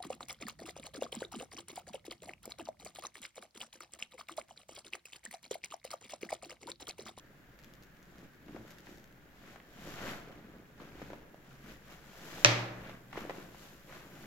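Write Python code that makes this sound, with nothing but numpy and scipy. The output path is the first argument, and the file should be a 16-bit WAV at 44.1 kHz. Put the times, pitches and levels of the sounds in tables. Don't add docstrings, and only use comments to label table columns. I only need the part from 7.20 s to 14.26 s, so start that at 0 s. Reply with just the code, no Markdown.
import sys
import numpy as np
from scipy import signal
from scipy.fft import rfft, irfft, next_fast_len
from scipy.io import wavfile

SR = 44100
rng = np.random.default_rng(int(sys.argv[2]) if len(sys.argv) > 2 else 0)


def transcribe(u):
    v = np.clip(np.atleast_2d(u).T, -1, 1)
    q = np.round(v * 32767).astype(np.int16)
    wavfile.write(sys.argv[1], SR, q)


N = 311346
SMACK_S, TOP_HZ = 5.2470, 15850

# (frequency [Hz], level [dB])
FIZZ_EQ = [(1500, -17.5), (3000, -2), (4500, -4.5), (7200, -4), (8300, -13), (9600, -15), (11500, -8),
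           (13000, -7.5), (15800, -14.5)]
# (frequency [Hz], level [dB])
TICK_EQ = [(600, -28), (1500, 9), (3000, 2), (6800, 0.5), (8300, -11.5), (9600, -15), (12500, -3.5),
           (15800, -16)]


def amp(db):
    return 10 ** (np.asarray(db) / 20)


def unit(x):
    return x / np.sqrt(np.mean(x ** 2) + 1e-20)


def along(points, hz):
    f, v = np.transpose(points)
    return np.interp(np.log(hz + 1), np.log(f + 1), v)


def filtered(x, response):
    n = x.shape[-1]
    m = next_fast_len(n + 8192)
    return irfft(rfft(x, m) * response(np.fft.rfftfreq(m, 1 / SR)), m)[..., :n]


def coloured(x, eq):
    size = 4096
    gain = amp(along(eq, np.fft.rfftfreq(size, 1 / SR)))
    cepstrum = irfft(np.log(gain))
    fold = 1 + np.sign(size // 2 - np.arange(size))
    fold[0] = 1
    kernel = irfft(np.exp(rfft(cepstrum * fold)))
    return signal.fftconvolve(x, kernel[None], axes=1)[:, :x.shape[1]]


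def fade(t, t60):
    return (t >= 0) * np.exp(-np.log(1000) * np.abs(t) / np.maximum(t60, 1e-4))


def add(track, s, sound):
    part = track[:, max(round(s * SR), 0):][:, :sound.shape[-1]]
    part += sound[..., :part.shape[1]]


def diffuse(size):
    # (frequency [Hz], correlation [0-1])
    likeness = [(120, 0.88), (300, 0.78), (640, 0.38), (1400, 0.048), (4000, 0.1), (15000, 0)]

    def mid_side_gains(hz):
        angle = np.arccos(np.clip(along(likeness, hz), -1, 1)) / 2
        return np.array([np.cos(angle), np.sin(angle)])

    mid, side = filtered(rng.standard_normal((2, size)), mid_side_gains)
    return np.array([mid + side, mid - side])


def room_tone():
    # (frequency [Hz], level [dB])
    floor_eq = [(20, -1.5), (50, -5), (85, -24), (120, 3.5), (300, -10), (700, -13), (1050, -17.5),
                (1650, -8), (2500, -19.5), (5000, -38), (9300, -37), (13000, -28.5), (15800, -26)]
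    return amp(-62.0) * unit(coloured(diffuse(N), floor_eq))


def room_tail():
    # (frequency [Hz], t60 [s])
    decay = [(150, 0.86), (600, 1), (1500, 0.76), (3000, 0.52), (6000, 0.45), (13000, 0.51)]
    hz, t, bands = signal.stft(diffuse(SR), SR, nperseg=256)
    bands = bands * fade(t, along(decay, hz)[:, None])
    tail = signal.istft(bands, SR, nperseg=256)[1][:, :SR]
    return unit(tail) / np.sqrt(SR)


def standing_waves():
    # (frequency [Hz], relative level [dB], t60 [s])
    modes = [(65.4, -66, 0.81), (119, -26, 0.8), (189.3, -46.5, 2.5), (310, -32.5, 0.39),
             (559, -41.5, 0.89), (601, -40.5, 0.91)]
    t = np.arange(SR) / SR
    ring = sum(amp(db) * np.sin(2 * np.pi * hz * t) * fade(t, t60) for hz, db, t60 in modes)
    return ring * (1 - np.exp(-t / 0.0098))


def low_rumble(flow_db):
    rumble = unit(filtered(diffuse(N), lambda hz: np.exp(-((hz - 58) / 16) ** 2)))
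    return amp(-66.5 + 0.4 * (flow_db - flow_db.mean())) * rumble


def bubbles(pitch_hz, spread, cycles, scatter_db, lag_ms, width_ms, pan_db, count, size):
    start = rng.integers(0, N, (count, 1))
    samples = (start + np.arange(size)).ravel()
    pitch, loud, place, pan = rng.standard_normal((4, count, 1))
    hz = np.minimum(pitch_hz * np.exp(spread * pitch), TOP_HZ)
    gain = amp(scatter_db * np.minimum(loud, 2)) * np.sqrt(hz)
    out = []
    for side in (-1, 1):
        t = (np.arange(size) - size // 8) / SR - side * (lag_ms + width_ms * place) / 2000
        ring = gain * amp(side * pan_db * pan / 2) * np.sin(2 * np.pi * hz * t) * fade(t, cycles / hz)
        out.append(np.bincount(samples, ring.ravel(), N + size)[:N])
    return unit(np.array(out))


def lather(fizz_db, growth_db_per_s=3):
    t = np.arange(N) / SR
    mist = bubbles(pitch_hz=12000, spread=.15, cycles=4.5, scatter_db=1.5,
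                   lag_ms=0.034, width_ms=.2, pan_db=0, count=20000, size=48)
    worked_db = -79 + 0.34 * (fizz_db - fizz_db.mean()) + growth_db_per_s * (t - t.mean())
    spray = amp(-54.5) * fade(t - SMACK_S, .35)
    return (amp(worked_db) + spray) * unit(coloured(mist, FIZZ_EQ))


def ticks(small_count, fresh_foam_s=(0.31, 1.9)):
    # (time [s], relative level [dB])
    big = [(0.3904, -46), (0.4454, -46), (0.5377, -46.5), (0.6255, -46), (0.8284, -49.5), (0.9832, -49),
           (1.4805, -48), (1.5075, -42.5), (1.7749, -48), (1.8422, -45), (3.8214, -48)]
    small = list(zip(rng.uniform(*fresh_foam_s, small_count), rng.normal(-57.5, 7, small_count)))
    out, t = np.zeros((2, N)), np.arange(SR // 100) / SR
    sides = np.array([[1], [-1]])
    for s, db in big + small:
        delays = np.append(0, rng.exponential(0.011, size=4))
        weaker_db = np.append(0, rng.normal(-8, 1.4, size=4))
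        for delay, drop_db, pan in zip(delays, weaker_db, rng.standard_normal(size=5)):
            click = (t == 0) + 0.2 * rng.standard_normal((2, len(t))) * fade(t, 0.0048)
            add(out, s + delay, amp(db + drop_db + 9.0 + 2 * pan * sides) * click)
    return coloured(out, TICK_EQ)


def small_gulps(flow_db, count):
    drained = np.cumsum(amp(flow_db))
    at = np.searchsorted(drained, drained[-1] * (np.arange(count) + rng.random(count)) / count)
    ring_db = flow_db[at] + 14.5
    splutter_db = ring_db - 21
    hz = 600 * np.exp(0.46 * rng.standard_normal(count))
    return list(zip(at / SR, ring_db, hz, splutter_db))


def glugs(flow_db, small_count):
    # (time [s], relative ring level [dB], starting pitch [Hz], relative splutter level [dB])
    big_gulps = [(1.2825, -41, 396, -50), (1.3466, -30, 306, -55), (1.3609, -40, 400, -45),
                 (1.669, -36, 1280, -46.5), (2.359, -37, 840, -47), (2.4016, -34.5, 1950, -57),
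                 (3.6005, -37, 960, -49), (3.7965, -41, 720, -50), (3.817, -28.5, 474, -42),
                 (3.9026, -33, 500, -47), (3.9320, -31, 564, -42.5), (4.144, -35.5, 600, -55),
                 (4.842, -44, 1080, -55), (5.9282, -37, 770, -39), (5.9575, -28, 940, -46),
                 (5.9695, -39, 715, -37.5), (5.975, -23.5, 388, -36), (6.0512, -28.5, 400, -45),
                 (6.0960, -22.5, 540, -34), (6.1059, -27, 650, -39.5), (6.346, -36, 750, -54),
                 (6.724, -42, 900, -46.5)]
    # (frequency [Hz], level [dB])
    splutter_eq = [(200, -13), (700, 0), (2100, 0), (3200, -10), (4500, -18), (7000, -22), (9000, -35)]
    out, t = np.zeros((2, N)), np.arange(SR // 10) / SR
    for s, db, hz, splutter_db in big_gulps + small_gulps(flow_db, small_count):
        rising_tone = np.sin(2 * np.pi * hz * t * (1 + 8 * t))
        ring = rising_tone * fade(t, 5.3 / hz) * (1 - np.exp(-t * hz / 0.31))
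        spit = unit(coloured(diffuse(len(t)), splutter_eq))
        spit *= fade(t, 0.025) + amp(-8.0) * fade(t, 0.14)
        delay = rng.exponential(.005, size=(8, 1))
        pitch, pan = rng.standard_normal(size=(2, 8, 1))
        small_hz = np.clip(1.86 * hz * np.exp(.4 * pitch), 300, 2600)
        small = np.sin(2 * np.pi * small_hz * (t - delay)) * fade(t - delay, 10 / small_hz)
        offspring = amp(1.8 * np.hstack([pan, -pan])).T @ small
        splutter = amp(splutter_db - 5.0) * spit + amp(splutter_db - 5.5) * offspring
        add(out, s, amp(db + 2.5) * ring + splutter)
    return coloured(out, [(60, -24), (230, -1.0)])


def smack():
    # (frequency [Hz], relative level [dB], t60 [s])
    pocket_modes = [(310, -45, 0.051), (593, -20.5, 0.066), (1800, -7, 0.017), (2590, -3, 0.01),
                    (3950, -10.5, 0.008), (5790, 8, 0.0027)]
    # (frequency [Hz], level [dB])
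    crack_eq = [(1000, 2.5), (6300, 2), (7500, 1), (8800, -2), (12500, -10), (15800, -15)]
    # (frequency [Hz], level [dB])
    reflection_eq = [(60, -49.5), (110, -6.5), (200, -17), (330, -3.5), (430, -11.5), (600, -7.5),
                     (1050, -9), (2500, -5.5), (4200, -10), (6000, -13.5), (7400, -23), (8800, -36),
                     (12500, -40.5), (15800, -46)]
    out, t = np.zeros((2, N)), np.arange(SR) / SR
    age = t - np.array([[.00025], [0]])
    ring = sum(amp(db) * np.sin(2 * np.pi * hz * age) * fade(age, t60) for hz, db, t60 in pocket_modes)
    attack = 1 - np.exp(-np.abs(age) / 0.00039)
    crack = coloured(-ring * attack, crack_eq) * amp([[-2], [.5]])
    near = amp(-14.5) * unit(coloured(diffuse(SR), reflection_eq)) * fade(t, 0.052)
    tail = amp(-36.5) * unit(coloured(room_tail(), reflection_eq))
    add(out, SMACK_S, crack + (near + tail) * (1 - np.exp(-t / 0.00029)) + standing_waves())
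    add(out, SMACK_S + 0.012, amp(-10.5) * crack)
    return out


def flow(swing_db=20, roundness=1.4):
    # (hardest moment [s], build-up [s], release [s], relative squelch
    # level [dB], gurgle offset [dB], fizz offset [dB])
    squeezes = [(0.48, .2, 0.36, -67, -1, -10.5), (1.042, .32, 0.078, -62.5, 6, -8),
                (1.349, .16, .16, -61.5, 12, -6.5), (1.509, .16, .14, -59, -3.5, -6.5),
                (1.68, .08, .2, -60, 7, -2.5), (2.318, .25, .13, -57, 0, -7.5),
                (2.68, .22, .25, -52.5, 2.5, -4), (2.89, .28, .16, -42, -2.5, -10),
                (3.10, 0.14, .22, -56.5, 3.5, -15), (3.32, .2, .2, -62, 9, -18.5),
                (3.619, .06, 0.18, -54.5, 2, -12), (3.83, .22, .3, -56, 7, -9),
                (4.329, .16, .14, -61.5, 4, -7.5), (4.51, .15, .1, -53, 0.5, -8),
                (4.729, .13, 0.091, -54.5, -3, -7), (5.20, .46, .3, -48.5, -1.5, -5),
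                (5.69, .32, 0.14, -50.5, 0.5, -15), (5.999, .11, .16, -48, 3, -11),
                (6.189, .16, .16, -51.5, 0, -9.5), (6.42, .18, .3, -57.5, 0, -3.5),
                (6.74, .12, .22, -51.5, -0.5, -11), (7.02, .26, .4, -55.5, 1.5, -8.5)]
    t = np.arange(N) / SR
    seep_db = [[-63.5], [-68.5], [-75.5]]
    power = amp(seep_db) ** 2 * np.ones(N)
    for s, build_s, release_s, db, gurgle_db, fizz_db in squeezes:
        slack = np.maximum((s - t) / build_s, (t - s) / release_s)
        swell = amp(-swing_db * np.minimum(slack, 10) ** roundness)
        power += (amp([[db + gurgle_db], [db], [db + fizz_db]]) * swell) ** 2
    return 10 * np.log10(power)


def kneading(gurgle_db, squelch_db, fizz_db):
    # (frequency [Hz], level [dB])
    gurgle_eq = [(40, -8), (85, -12.5), (120, 1), (300, 3.5), (600, 0), (1200, 1.5), (3000, -25.5)]
    # (frequency [Hz], level [dB])
    squelch_eq = [(250, -8), (550, 2), (950, -4.5), (1500, 0.5), (2600, -2), (4000, -5), (7200, -8.5),
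                  (8500, -19), (15000, -22)]
    gurgle = bubbles(pitch_hz=269, spread=0.45, cycles=3.85, scatter_db=1.5,
                     lag_ms=0, width_ms=0.15, pan_db=2.5, count=2000, size=1100)
    squelch = bubbles(pitch_hz=1584, spread=0.65, cycles=9.8, scatter_db=-0.5,
                      lag_ms=0.084, width_ms=0.092, pan_db=3.5, count=16000, size=180)
    fizz = bubbles(pitch_hz=6960, spread=0.77, cycles=1.18, scatter_db=-2.0,
                   lag_ms=0.033, width_ms=0.087, pan_db=6.0, count=30000, size=48)
    crackle = bubbles(pitch_hz=3800, spread=1.0, cycles=4.3, scatter_db=0,
                      lag_ms=0.034, width_ms=0.078, pan_db=7.5, count=1100, size=120)
    low = amp(gurgle_db - 2.0) * unit(coloured(gurgle, gurgle_eq))
    middle = amp(squelch_db - 1.5) * unit(coloured(squelch, squelch_eq))
    high = amp(fizz_db) * unit(coloured(fizz, FIZZ_EQ))
    sparse = amp(0.71 * fizz_db - 30.5) * unit(coloured(crackle, TICK_EQ))
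    return low + middle + high + sparse


def scene():
    gurgle_db, squelch_db, fizz_db = flow()
    hands = (kneading(gurgle_db, squelch_db, fizz_db) + glugs(gurgle_db, small_count=24)
             + ticks(small_count=18) + low_rumble(gurgle_db) + lather(fizz_db))
    # (frequency [Hz], left minus right [dB])
    lean = [(300, 0.14), (1300, 1.6), (2500, 0.38), (7000, 2.2), (13000, 9.7)]
    hands = filtered(hands, lambda hz: amp(np.array([[.5], [-.5]]) * along(lean, hz)))
    room = amp(-10.0) * room_tail() + amp(-36.0) * standing_waves()
    reverb = signal.fftconvolve(hands, room, axes=1)[:, :N]
    return hands + reverb + room_tone() + smack()


def record(dry):
    rounded = dry / (1 + np.abs(dry) ** 6) ** (1 / 6)
    return filtered(rounded, lambda hz: hz < TOP_HZ)


dry = scene()
out = record(dry)
transcribe(out)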